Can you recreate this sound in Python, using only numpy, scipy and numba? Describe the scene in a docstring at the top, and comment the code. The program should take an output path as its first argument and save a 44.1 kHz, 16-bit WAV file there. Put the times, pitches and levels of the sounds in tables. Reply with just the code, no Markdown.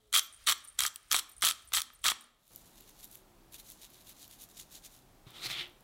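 """A quiet kitchen, close to the worktop: a hand mill is twisted seven times over meat. Kernels crack in the burr
and ring its plastic body, modelled as noise bursts through resonances; loose ones tinkle in the jar.
After a cut to a louder room tone, fingers rub out a pinch of salt (wandering bands of noise) and grains tick
on the board. A spatula knocks the board and scrapes under a steak: random clicks through a gliding resonance.
The sources also reach the microphone by way of the kitchen's diffuse echo."""
import sys
import numpy as np
from scipy import signal
from scipy.fft import rfft, irfft
from scipy.io import wavfile
from scipy.ndimage import uniform_filter1d
from numba import njit

SR = 44100
rng = np.random.default_rng(int(sys.argv[2]) if len(sys.argv) > 2 else 0)


def waveform_to_disk(signal):
    """Save audio, clipped to [-1, 1], as 16-bit WAV at the path in sys.argv[1]."""
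    frames = np.transpose(np.atleast_2d(signal))
    scaled = np.clip(frames, -1, 1) * 32767
    samples = np.round(scaled).astype(np.int16)
    wavfile.write(sys.argv[1], SR, samples)


def boost_factor(decibels):
    """Convert a level in decibels to a linear amplitude factor."""
    exponent = np.asarray(decibels, float) / 20
    return 10 ** exponent


N = 257103
T = np.arange(N) / SR  # s

# Kitchen hum before and after the cut. Each row: frequency in Hz, relative density in dB per Hz.
HUM_BEFORE = [(15, -30.5), (25, 6.5), (439, -7.5), (607, -4), (1130, -12.5), (1610, -18), (5570, -25.5),
              (9070, -21.5), (16000, -24)]
HUM_AFTER = [(15, -22), (30, 5), (65, -7.5), (110, -5), (190, -6.5), (370, -8.5), (460, -13), (730, -11.5),
             (1560, -19.5), (2100, -22), (9800, -28.5), (12200, -26.5), (16000, -29)]
# Faint low tones that come and go. Each row: start in s, end in s, start pitch in Hz, end pitch in Hz, level in dB.
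TONES = [(0, 0.16, 440, 390, -73.5), (1.793, 1.946, 242, 245, -77.5), (2.095, 2.345, 242, 238, -75.5),
         (3.097, 3.338, 378, 366, -72), (3.28, 3.6, 345, 319, -71), (5.6, 5.74, 360, 345, -66)]
# The kitchen's echo. Each row: band centre in Hz, t60 in s, relative level in dB.
ROOM = [(293, 0.71, -11.5), (700, 0.41, -23), (1392, 0.41, -21.5), (3000, 0.39, -25), (5800, 0.33, -21.5),
        (12000, 0.12, -21)]

# Spatula sliding. Each row: time in s, blade level in dB, blade resonance in Hz.
SCRAPE = [(5.255, -83, 3600), (5.27, -59.5, 3590), (5.33, -62.5, 3500), (5.358, -51.5, 3400),
          (5.402, -52.5, 3740), (5.449, -37.5, 4070), (5.466, -35, 4140), (5.48, -47, 3770),
          (5.515, -37.5, 3700), (5.555, -40.5, 3250), (5.61, -37.5, 3380), (5.665, -54, 3130),
          (5.8, -90, 3330)]
# Sand under the blade. Each row: frequency in Hz, relative density in dB per Hz.
GRIT_COLOUR = [(2940, -19), (5000, -3.5), (5810, -5.5), (11800, -9.5), (15100, -11.5), (16000, -21)]
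# Spatula meeting the board. Each row: time in s, height of the push in dB.
KNOCKS = [(5.264, -53), (5.51, -58)]
# Blade edge catching. Each row: time in s, level in dB.
SNAPS = [(5.501, -35.5)]
# Resonances of the board and of the blade edge. Each row: frequency in Hz, width in Hz, relative strength in dB.
BOARD = [(124.5, 25, -3.5), (340, 78, -9.5), (690, 250, -12.5), (1340, 240, -10)]
BLADE = [(1010, 720, -8), (2200, 6200, 12), (4200, 2500, -16), (9000, 8000, -26)]

# Strokes of thumb over finger. Each row: peak time in s, peak level in dB before the lumps, length in s.
STROKES = [(2.575, -61, 0.27), (2.669, -58, .07), (2.798, -61, 0.16), (2.892, -58.5, 0.079),
           (3, -55, 0.052), (3.041, -51, 0.044), (3.137, -56.5, 0.063), (3.551, -46.5, 0.048),
           (3.598, -50.5, 0.044), (3.702, -53.5, 0.15), (3.838, -50, 0.085), (3.953, -56.5, 0.12),
           (4.012, -60, 0.062), (4.095, -50, 0.088), (4.223, -51.5, 0.13), (4.333, -54, 0.097),
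           (4.426, -49.5, 0.085), (4.512, -58.5, .05), (4.601, -48.5, 0.094), (4.757, -47, 0.084),
           (4.859, -46.5, 0.053), (4.948, -58, 0.16)]
# Salt trickling while a pinch is held. Each row: start in s, end in s, level in dB before the lumps.
PINCHES = [(2.51, 3.21, -65), (3.52, 5.026, -71)]
# Hiss of rubbed salt. Each row: frequency in Hz, relative density in dB per Hz.
RUB_COLOUR = [(1060, -16), (1800, -11.5), (3290, -3), (3710, 1.5), (5010, -5), (6900, -0.5), (8130, -5.5),
              (10300, -2), (11900, -2.5), (15100, -4), (16000, -16)]
# Salt grains that snap or land on the board. Each row: time in s, level in dB.
GRAINS = [(2.4789, -57), (2.5602, -39), (2.5792, -53.5), (2.8078, -48), (2.8948, -54.5), (3.0433, -41),
          (3.0537, -49), (3.1132, -49), (3.1541, -41.5), (3.5239, -50), (3.5969, -53), (3.701, -43),
          (3.7187, -47), (3.9021, -53), (4.094, -51), (4.2788, -49), (4.42, -47), (4.4382, -44.5),
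          (4.489, -54), (5.3058, -53), (5.6303, -59), (5.6775, -59), (5.6978, -60), (5.8074, -58)]
# Resonances of a grain's tick. Each row: frequency in Hz, width in Hz, relative strength in dB.
GRAIN = [(3630, 1600, -5), (6800, 9200, -5), (12500, 4900, 2.5)]

# Loose kernels against the jar wall, and a thin high ring between twists. Each row: time in s, level in dB.
RATTLE = [(0.3256, -52), (0.3351, -54.5), (0.344, -51.5), (0.362, -58), (0.439, -57), (0.6383, -54),
          (0.648, -49.5), (0.674, -48.5), (0.686, -50), (0.6971, -52), (1.2936, -53), (1.3205, -56.5),
          (1.331, -58), (1.3647, -53), (1.3801, -50), (1.3907, -57), (1.674, -54.5), (1.685, -54),
          (1.9466, -58.5), (1.9574, -60), (2.0164, -58), (2.0262, -63), (2.125, -49), (2.2072, -52.5),
          (2.2193, -60), (2.2382, -58)]
TINKS = [(.224, -50), (.241, -53), (.26, -57), (.575, -62), (.645, -60), (.94, -60), (1.225, -62),
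         (1.405, -62), (1.29, -58.5), (1.315, -61.5), (1.648, -64.5), (1.932, -61), (2.208, -63)]
# Resonances of the jar and of the thin ring. Each row: frequency in Hz, width in Hz, relative strength in dB.
JAR = [(9000, 330, 2), (9720, 400, -10.5), (10100, 500, -12), (11100, 500, -16.5)]
TINK = [(13430, 55, 0)]
# Palm sliding on the jar. Each row: frequency in Hz, relative density in dB per Hz.
GRIP = [(300, -29.5), (1500, -4), (4000, -4.5), (16000, -16)]

# Twists of the mill. Each row: start in s, end in s, crunch in dB before each part's share, peak worktop
# rumble in dB, change in dB that the grip makes to the body's ring.
TWISTS = [(0.134, 0.203, -28, -62.5, 0.5), (.47, 0.535, -29, -59, 0.5), (0.786, 0.889, -35, -60, -1.5),
          (1.109, 1.205, -33.5, -60.5, -0.5), (1.423, 1.515, -31, -57, 0), (1.731, 1.805, -32.5, -56, -0.1),
          (2.04, 2.122, -32.5, -59, 1)]
# Kernels that crack clearly. 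Each row: time in s, level in dB before each part's share, place (-1 cap, 0 body, 1 burr).
CRACKS = [(0.1275, -30.0, 0.21), (0.14, -24.5, 0.067), (0.1463, -24.5, 0.53), (0.1508, -23, 0.018),
          (0.154, -22.5, 0.029), (0.1617, -17, -0.079), (0.1732, -27, 0.31), (0.179, -26, 0.64),
          (0.1936, -24.0, 0.77), (0.465, -42, 0.55), (0.469, -28, 0.13), (0.4722, -23, 0.0051),
          (0.479, -29, 0.13), (0.4854, -22.5, -0.22), (0.4896, -23.0, 0.29), (0.4951, -23, 0.1),
          (0.4995, -23.5, -0.08), (0.5122, -29, 0.43), (0.5225, -23.5, 0.044), (0.7902, -21.5, 0.45),
          (0.8049, -23, 0.19), (0.821, -29.5, 0.13), (0.8354, -26, 0.41), (0.8507, -24.5, -0.32),
          (0.8638, -27.0, 0.62), (0.8721, -39, 0.47), (0.8784, -39, 0.31), (0.9588, -38.5, 0.68),
          (1.112, -39, -0.17), (1.1146, -22, 0.1), (1.1229, -23.0, 0.61), (1.1289, -23, 0.75),
          (1.1438, -21, -0.14), (1.149, -24, 0.11), (1.1558, -31, 0.35), (1.1635, -22.5, 0.27),
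          (1.189, -31, 0.56), (1.1932, -31, 0.46), (1.41, -52.5, 0.6), (1.421, -29.5, 0.8),
          (1.4244, -24.5, -0.56), (1.4367, -24, -0.35), (1.4422, -24.0, 0.0097), (1.4492, -22.5, 0.76),
          (1.4557, -26.5, 0.4), (1.4596, -26.5, 0.16), (1.4675, -22, 0.2), (1.4726, -25, -0.04),
          (1.482, -29.5, 0.077), (1.4871, -24.5, 0.35), (1.504, -33, 0.31), (1.51, -27.5, 0.3),
          (1.5201, -37.5, 0.31), (1.72, -38.5, -0.62), (1.7361, -23, 0.13), (1.7435, -30.5, 0.053),
          (1.748, -29, 0.19), (1.766, -27, -0.017), (1.7704, -23.5, 0.02), (1.7765, -29.0, -0.012),
          (1.782, -28.5, -0.15), (1.8039, -34.0, 0.33), (1.8175, -30.5, 0.48), (1.9012, -49.5, -1.1),
          (2.0402, -32, 0.028), (2.0492, -31.5, -0.32), (2.056, -24.5, -0.33), (2.0646, -21, -0.067),
          (2.0702, -25.5, -0.041), (2.0818, -22.5, 0.37), (2.086, -24.5, -0.21), (2.1001, -28.0, 0.23),
          (2.104, -29.5, -0.063), (2.1173, -29.0, -0.45)]
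# Resonances of the mill's parts. Each row: frequency in Hz, width in Hz, relative strength in dB.
CAP = [(294, 660, -32.5), (480, 68, -31.5), (635, 150, -19), (1147, 226.5, 0.5), (1280, 181.7, 4.5),
       (2060, 456, -4.5)]
BODY = [(2600, 1830, -11.5), (3243, 190, 3), (3700, 580, -1.5), (4340, 1090, -6)]
BURR = [(5740, 1100, -1.5), (7770, 700, 2), (9530, 1540, 0.5), (11420, 3200, -3.5), (15240, 2000, -2.5),
        (15600, 1200, -3.5)]
# Share of a crack that each part takes when the crack is at its place: cap, body, burr in dB.
PART_DB = (-2.5, -3, 1.5)
# Worktop shaking under the arm. Each row: frequency in Hz, relative density in dB per Hz.
RUMBLE = [(12, -18.5), (30, -1.5), (70, -3.5), (130, -15), (250, -37.5)]


def curve(rows, quiet_db=-100):
    """Columns of a table over time, held at quiet_db outside it."""
    s, *columns = np.transpose(rows)
    return [np.interp(T, s, c, quiet_db, quiet_db) for c in columns]


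def walk(per_s):
    """Slow random wander, spread near 1."""
    k = int(SR / per_s)
    steps = np.repeat(rng.standard_normal(N // k + 1), k)
    return 1.3 * uniform_filter1d(uniform_filter1d(steps, k), k)[:N]


def noise(colour):
    """Noise of rms 1 with the given spectrum."""
    hz, db = np.transpose(colour)
    f = np.maximum(np.arange(N // 2 + 1) * SR / N, 1)
    gain = boost_factor(np.interp(np.log(f), np.log(hz), db))
    x = irfft(rfft(rng.standard_normal(N)) * gain, N)
    return x / x.std()


def grit(per_s, spread_db, smear_ms):
    """Dense random clicks of uneven size, each smeared into a short decay of noise; rms 1."""
    size = (rng.random(N) < per_s / SR) * boost_factor(spread_db * rng.exponential(1, N))
    smear = signal.lfilter([1], [1, -np.exp(-1 / (smear_ms * SR / 1000))], size)
    x = smear * rng.standard_normal(N)
    return x / x.std()


@njit
def svf(x, hz, width):
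    """Band-pass with a moving centre, gain 1 there."""
    y, b, l = np.empty(len(x)), 0., 0.
    for i in range(len(x)):
        g, k = np.tan(np.pi * hz[i] / SR), width / hz[i]
        v = (b + g * (x[i] - l)) / (1 + g * (g + k))
        b, l, y[i] = 2 * v - b, l + 2 * g * v, k * v
    return y


def response(modes):
    """Ring of a set of resonances after one click, with unit energy: wider ones die sooner."""
    t = np.arange(SR // 16) / SR
    h = 0
    for k, (hz, width, db) in enumerate(modes):
        decay = np.exp(-np.pi * width * t)
        h = h + (-1) ** k * boost_factor(db) * width * decay * np.sin(2 * np.pi * hz * t)
    # thin out what lies below the lowest resonance
    h = signal.sosfilt(signal.butter(2, .6 * modes[0][0], "high", fs=SR, output="sos"), h)
    return h / np.sqrt(np.sum(h ** 2))


def ring(x, modes):
    """Sound of x through the resonances."""
    return signal.fftconvolve(x, response(modes))[:N]


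def hits(times, dbs, modes, decay_ms, heard_ms, scatter=.3):
    """A short noise burst rings the modes; each hit has the energy of its level held for heard_ms."""
    # every hit lands elsewhere: spread of pitch (share) and strength at scatter 1
    detune, tint_db = 0.029, 3.0
    t = np.arange(400) / SR * 1000  # ms
    bursts = rng.standard_normal((len(times), 400)) * np.exp(-t / decay_ms) * np.minimum(t / (0.26 * decay_ms), 1)
    chance = scatter * rng.standard_normal((len(times), len(modes), 2))
    x = np.zeros(N + SR)
    for s, db, burst, c in zip(times, dbs, bursts, chance):
        struck = [(hz + detune * min(hz, 10 * width) * a, width, m + tint_db * b)
                  for (hz, width, m), (a, b) in zip(modes, c)]
        sound = signal.fftconvolve(burst, response(struck))
        level = boost_factor(db) * np.sqrt(heard_ms * SR / 1000 / np.sum(sound ** 2))
        x[int(s * SR):][:len(sound)] += level * sound
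    return x[:N]


def hum():
    """Room tone as coloured noise, louder after the cut, with a few faint tones of wavering pitch."""
    cut_s, before_db, after_db = 2.505, -75, -62.5
    out = np.where(T < cut_s, boost_factor(before_db) * noise(HUM_BEFORE), boost_factor(after_db) * noise(HUM_AFTER))
    for a, b, hz0, hz1, db in TONES:
        swell = np.sin(np.pi * np.clip((T - a) / (b - a), 0, 1)) ** .5
        hz = np.interp(T, [a, b], [hz0, hz1]) * (1 + 0.011 * walk(40))
        out = out + boost_factor(db) * np.sqrt(2) * swell * np.sin(2 * np.pi * np.cumsum(hz) / SR)
    return out


def room(x):
    """Diffuse echo of the kitchen: bands of noise about an octave wide, each dying at its own rate."""
    t, h = np.arange(int(.8 * SR)) / SR, 0
    for hz, t60, db in ROOM:
        band = svf(rng.standard_normal(len(t)), np.full(len(t), 1. * hz), 1.1 * hz)
        band = band * 1000. ** (-t / t60)
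        h = h + boost_factor(db) * band * np.sqrt(hz / SR / np.sum(band ** 2))
    h *= np.clip(t / 0.003, 0, 1)  # the echo builds over 3 ms
    return 2.73 * signal.fftconvolve(x, h)[:N]


def spatula():
    """The blade chatters over board and salt; its resonance shifts as the meat loads it."""
    loaded_s, muffle_db, board_muffle_db = 5.54, -10.5, -2.5
    sand_db, drone_db = -9, -7.5
    drone_slope = 0.53  # the board grows more slowly than the blade: dB per dB about -50 dB
    blade_db, hz = curve(SCRAPE)
    loaded = np.interp(T, [loaded_s - .02, loaded_s + 0.014], [0, 1])
    grit_db = blade_db + sand_db + muffle_db * loaded
    drone = -50 + drone_slope * (blade_db + 50) + drone_db + board_muffle_db * loaded
    board_db = np.where(blade_db > -99, drone, blade_db)

    chatter, scuff = (grit(9000, spread_db=0.2, smear_ms=0.89) for _ in range(2))
    hz = np.clip(hz, 2000, 6000)
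    low_hz = np.full(N, 2200.)
    gliding = svf(svf(chatter, hz, 1300.), hz, 1300.)
    blade = gliding + .55 * svf(svf(scuff, low_hz, 1100.), low_hz, 1100.)
    sand = noise(GRIT_COLOUR) * (0.76 + .5 * uniform_filter1d(np.abs(chatter), size=30))
    knock = np.zeros(N)
    for s, db in KNOCKS:
        knock[int(s * SR):][:150] = boost_factor(db) * np.hanning(150)  # a soft push
    board = ring(boost_factor(board_db) * chatter + knock, BOARD)
    snap = hits(*np.transpose(SNAPS), BLADE, 0.11, heard_ms=1.5)
    return boost_factor(blade_db) * blade / blade.std() + boost_factor(grit_db) * sand + board + snap


def rubbing():
    """Each stroke swells slowly and stops faster, over the trickle of a held pinch; powers add."""
    swell_share, edge_db = 0.57, -14.5  # share of the length spent swelling; drop at both ends
    power = 0
    for a, b, db in PINCHES:
        held = np.interp(T, [a - .01, a + .01, b - .03, b + 0.034], [0, 1, 1, 0])
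        power = power + boost_factor(db) * held
    power = power ** 2
    for s, db, length in STROKES:
        away = (T - s) / (length * np.where(T < s, swell_share, 1 - swell_share))
        power = power + boost_factor(db + edge_db * np.abs(away) ** 1.6) ** 2
    return np.sqrt(power)


def salt():
    """Crystals grind between finger and thumb as lumpy hiss; single ones snap or land."""
    lumpy = uniform_filter1d(np.abs(grit(410, spread_db=1.0, smear_ms=1.0)), size=30)
    hiss = noise(RUB_COLOUR)
    low, low_mid = (signal.sosfiltfilt(signal.butter(3, hz, fs=SR, output="sos"), hiss) for hz in (5200, 8500))
    # the hollow between the fingers changes shape, so the three bands wander apart
    shifting = sum(band * boost_factor(1.5 * walk(8)) for band in (low, low_mid - low, hiss - low_mid))
    rubbed = rubbing() * shifting * (0.55 + 0.47 * lumpy)
    return rubbed + hits(*np.transpose(GRAINS), GRAIN, 0.9, heard_ms=1.76)


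def jar():
    """Kernels tumble back and tap the wall, loud taps over a patter of small ones; the palm slides on the jar."""
    tumble_s, tumble_db = 0.13, -66  # kernels slide as the jar turns back, this long before the next twist
    handled = np.interp(T, [.1, .2, 2.2, 2.32], [0, 1, 1, 0])
    tumbling = sum(np.interp(T, [a - tumble_s, a - tumble_s + .02, a], [1e-3, 1, .5], 0, 0)
                   for a, *_ in TWISTS[1:])
    taps = ring(grit(200, spread_db=5.0, smear_ms=2.), JAR)
    patter = (boost_factor(-76) + boost_factor(tumble_db) * tumbling) * taps
    palm = boost_factor(-70.0 + 2.9 * walk(25)) * noise(GRIP)
    rattle = hits(*np.transpose(RATTLE), JAR, 4.8, heard_ms=5.0)
    tinkle = hits(*np.transpose(TINKS), TINK, 4., heard_ms=12)
    return handled * (patter + palm) + rattle + tinkle


def worktop():
    """The arm's effort shakes the worktop: low noise that builds and fades within each twist."""
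    peak_share, rise_db_s, fall_db_s = 0.49, 122, 198  # peak as a share of the twist; slopes in dB per s
    shake = 0
    for a, b, _, rumble_db, _ in TWISTS:
        t = T - a - peak_share * (b - a)
        shake = shake + boost_factor(rumble_db + np.minimum(rise_db_s * t, -fall_db_s * t))
    return shake * noise(RUMBLE)


def mill():
    """Clear cracks over a crunch of small ones; each excites cap, body and burr in its own share."""
    place_loss_db, crack_scatter_db = -6.5, 0.5  # loss per squared step of place; random spread
    # a faint crunch leads in as the slack is taken up
    turning = 0
    for a, b, db, *_ in TWISTS:
        effort = np.interp(T, [a - .014, a, a + 0.0033, b - .012, b], [0.00053, 0.087, 0.98, 0.7, 0.00037])
        turning = turning + boost_factor(db) * effort
    s, crack_db, place = np.transpose(CRACKS)
    chance = rng.standard_normal((len(s), 3))
    # each grip lasts until 0.1 s after its twist
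    ends = np.array(TWISTS)[:, 1]
    twist = np.minimum(np.searchsorted(ends + .1, T), len(ends) - 1)
    grip_db = np.array(TWISTS)[twist, -1]
    out = 0
    for k, (modes, crunch_db, decay_ms) in enumerate(((CAP, -7, 1.2), (BODY, -1, 1.3), (BURR, -1, 1.1))):
        db = crack_db + PART_DB[k] + place_loss_db * (place - (k - 1)) ** 2 + crack_scatter_db * chance[:, k]
        crunch = boost_factor(crunch_db) * turning * grit(1800, spread_db=-1.0, smear_ms=0.97)
        cracks = hits(s, db, modes, decay_ms, heard_ms=3.33, scatter=.2 if modes is CAP else 1)
        part = cracks + ring(crunch, modes)
        out = out + (boost_factor(grip_db) * part if modes is BODY else part)
    return out + worktop()


def scene():
    """Close sources, their echo and the room tone."""
    near = mill() + jar() + salt() + spatula()
    return (near + room(near) + hum())[None]


def band_limit(x):
    """A steep low-pass at the top of the band."""
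    return signal.sosfilt(signal.butter(12, 16960, fs=SR, output="sos"), x)


def record(dry):
    """The input rounds the sharpest cracks; the top is cut steeply above 15.85 kHz."""
    rounded = .3 * np.tanh(dry / .3)
    mix = signal.sosfilt(signal.ellip(8, .2, 24, 15850, fs=SR, output="sos"), rounded)
    return band_limit(mix)


dry = scene()
out = record(dry)
waveform_to_disk(out)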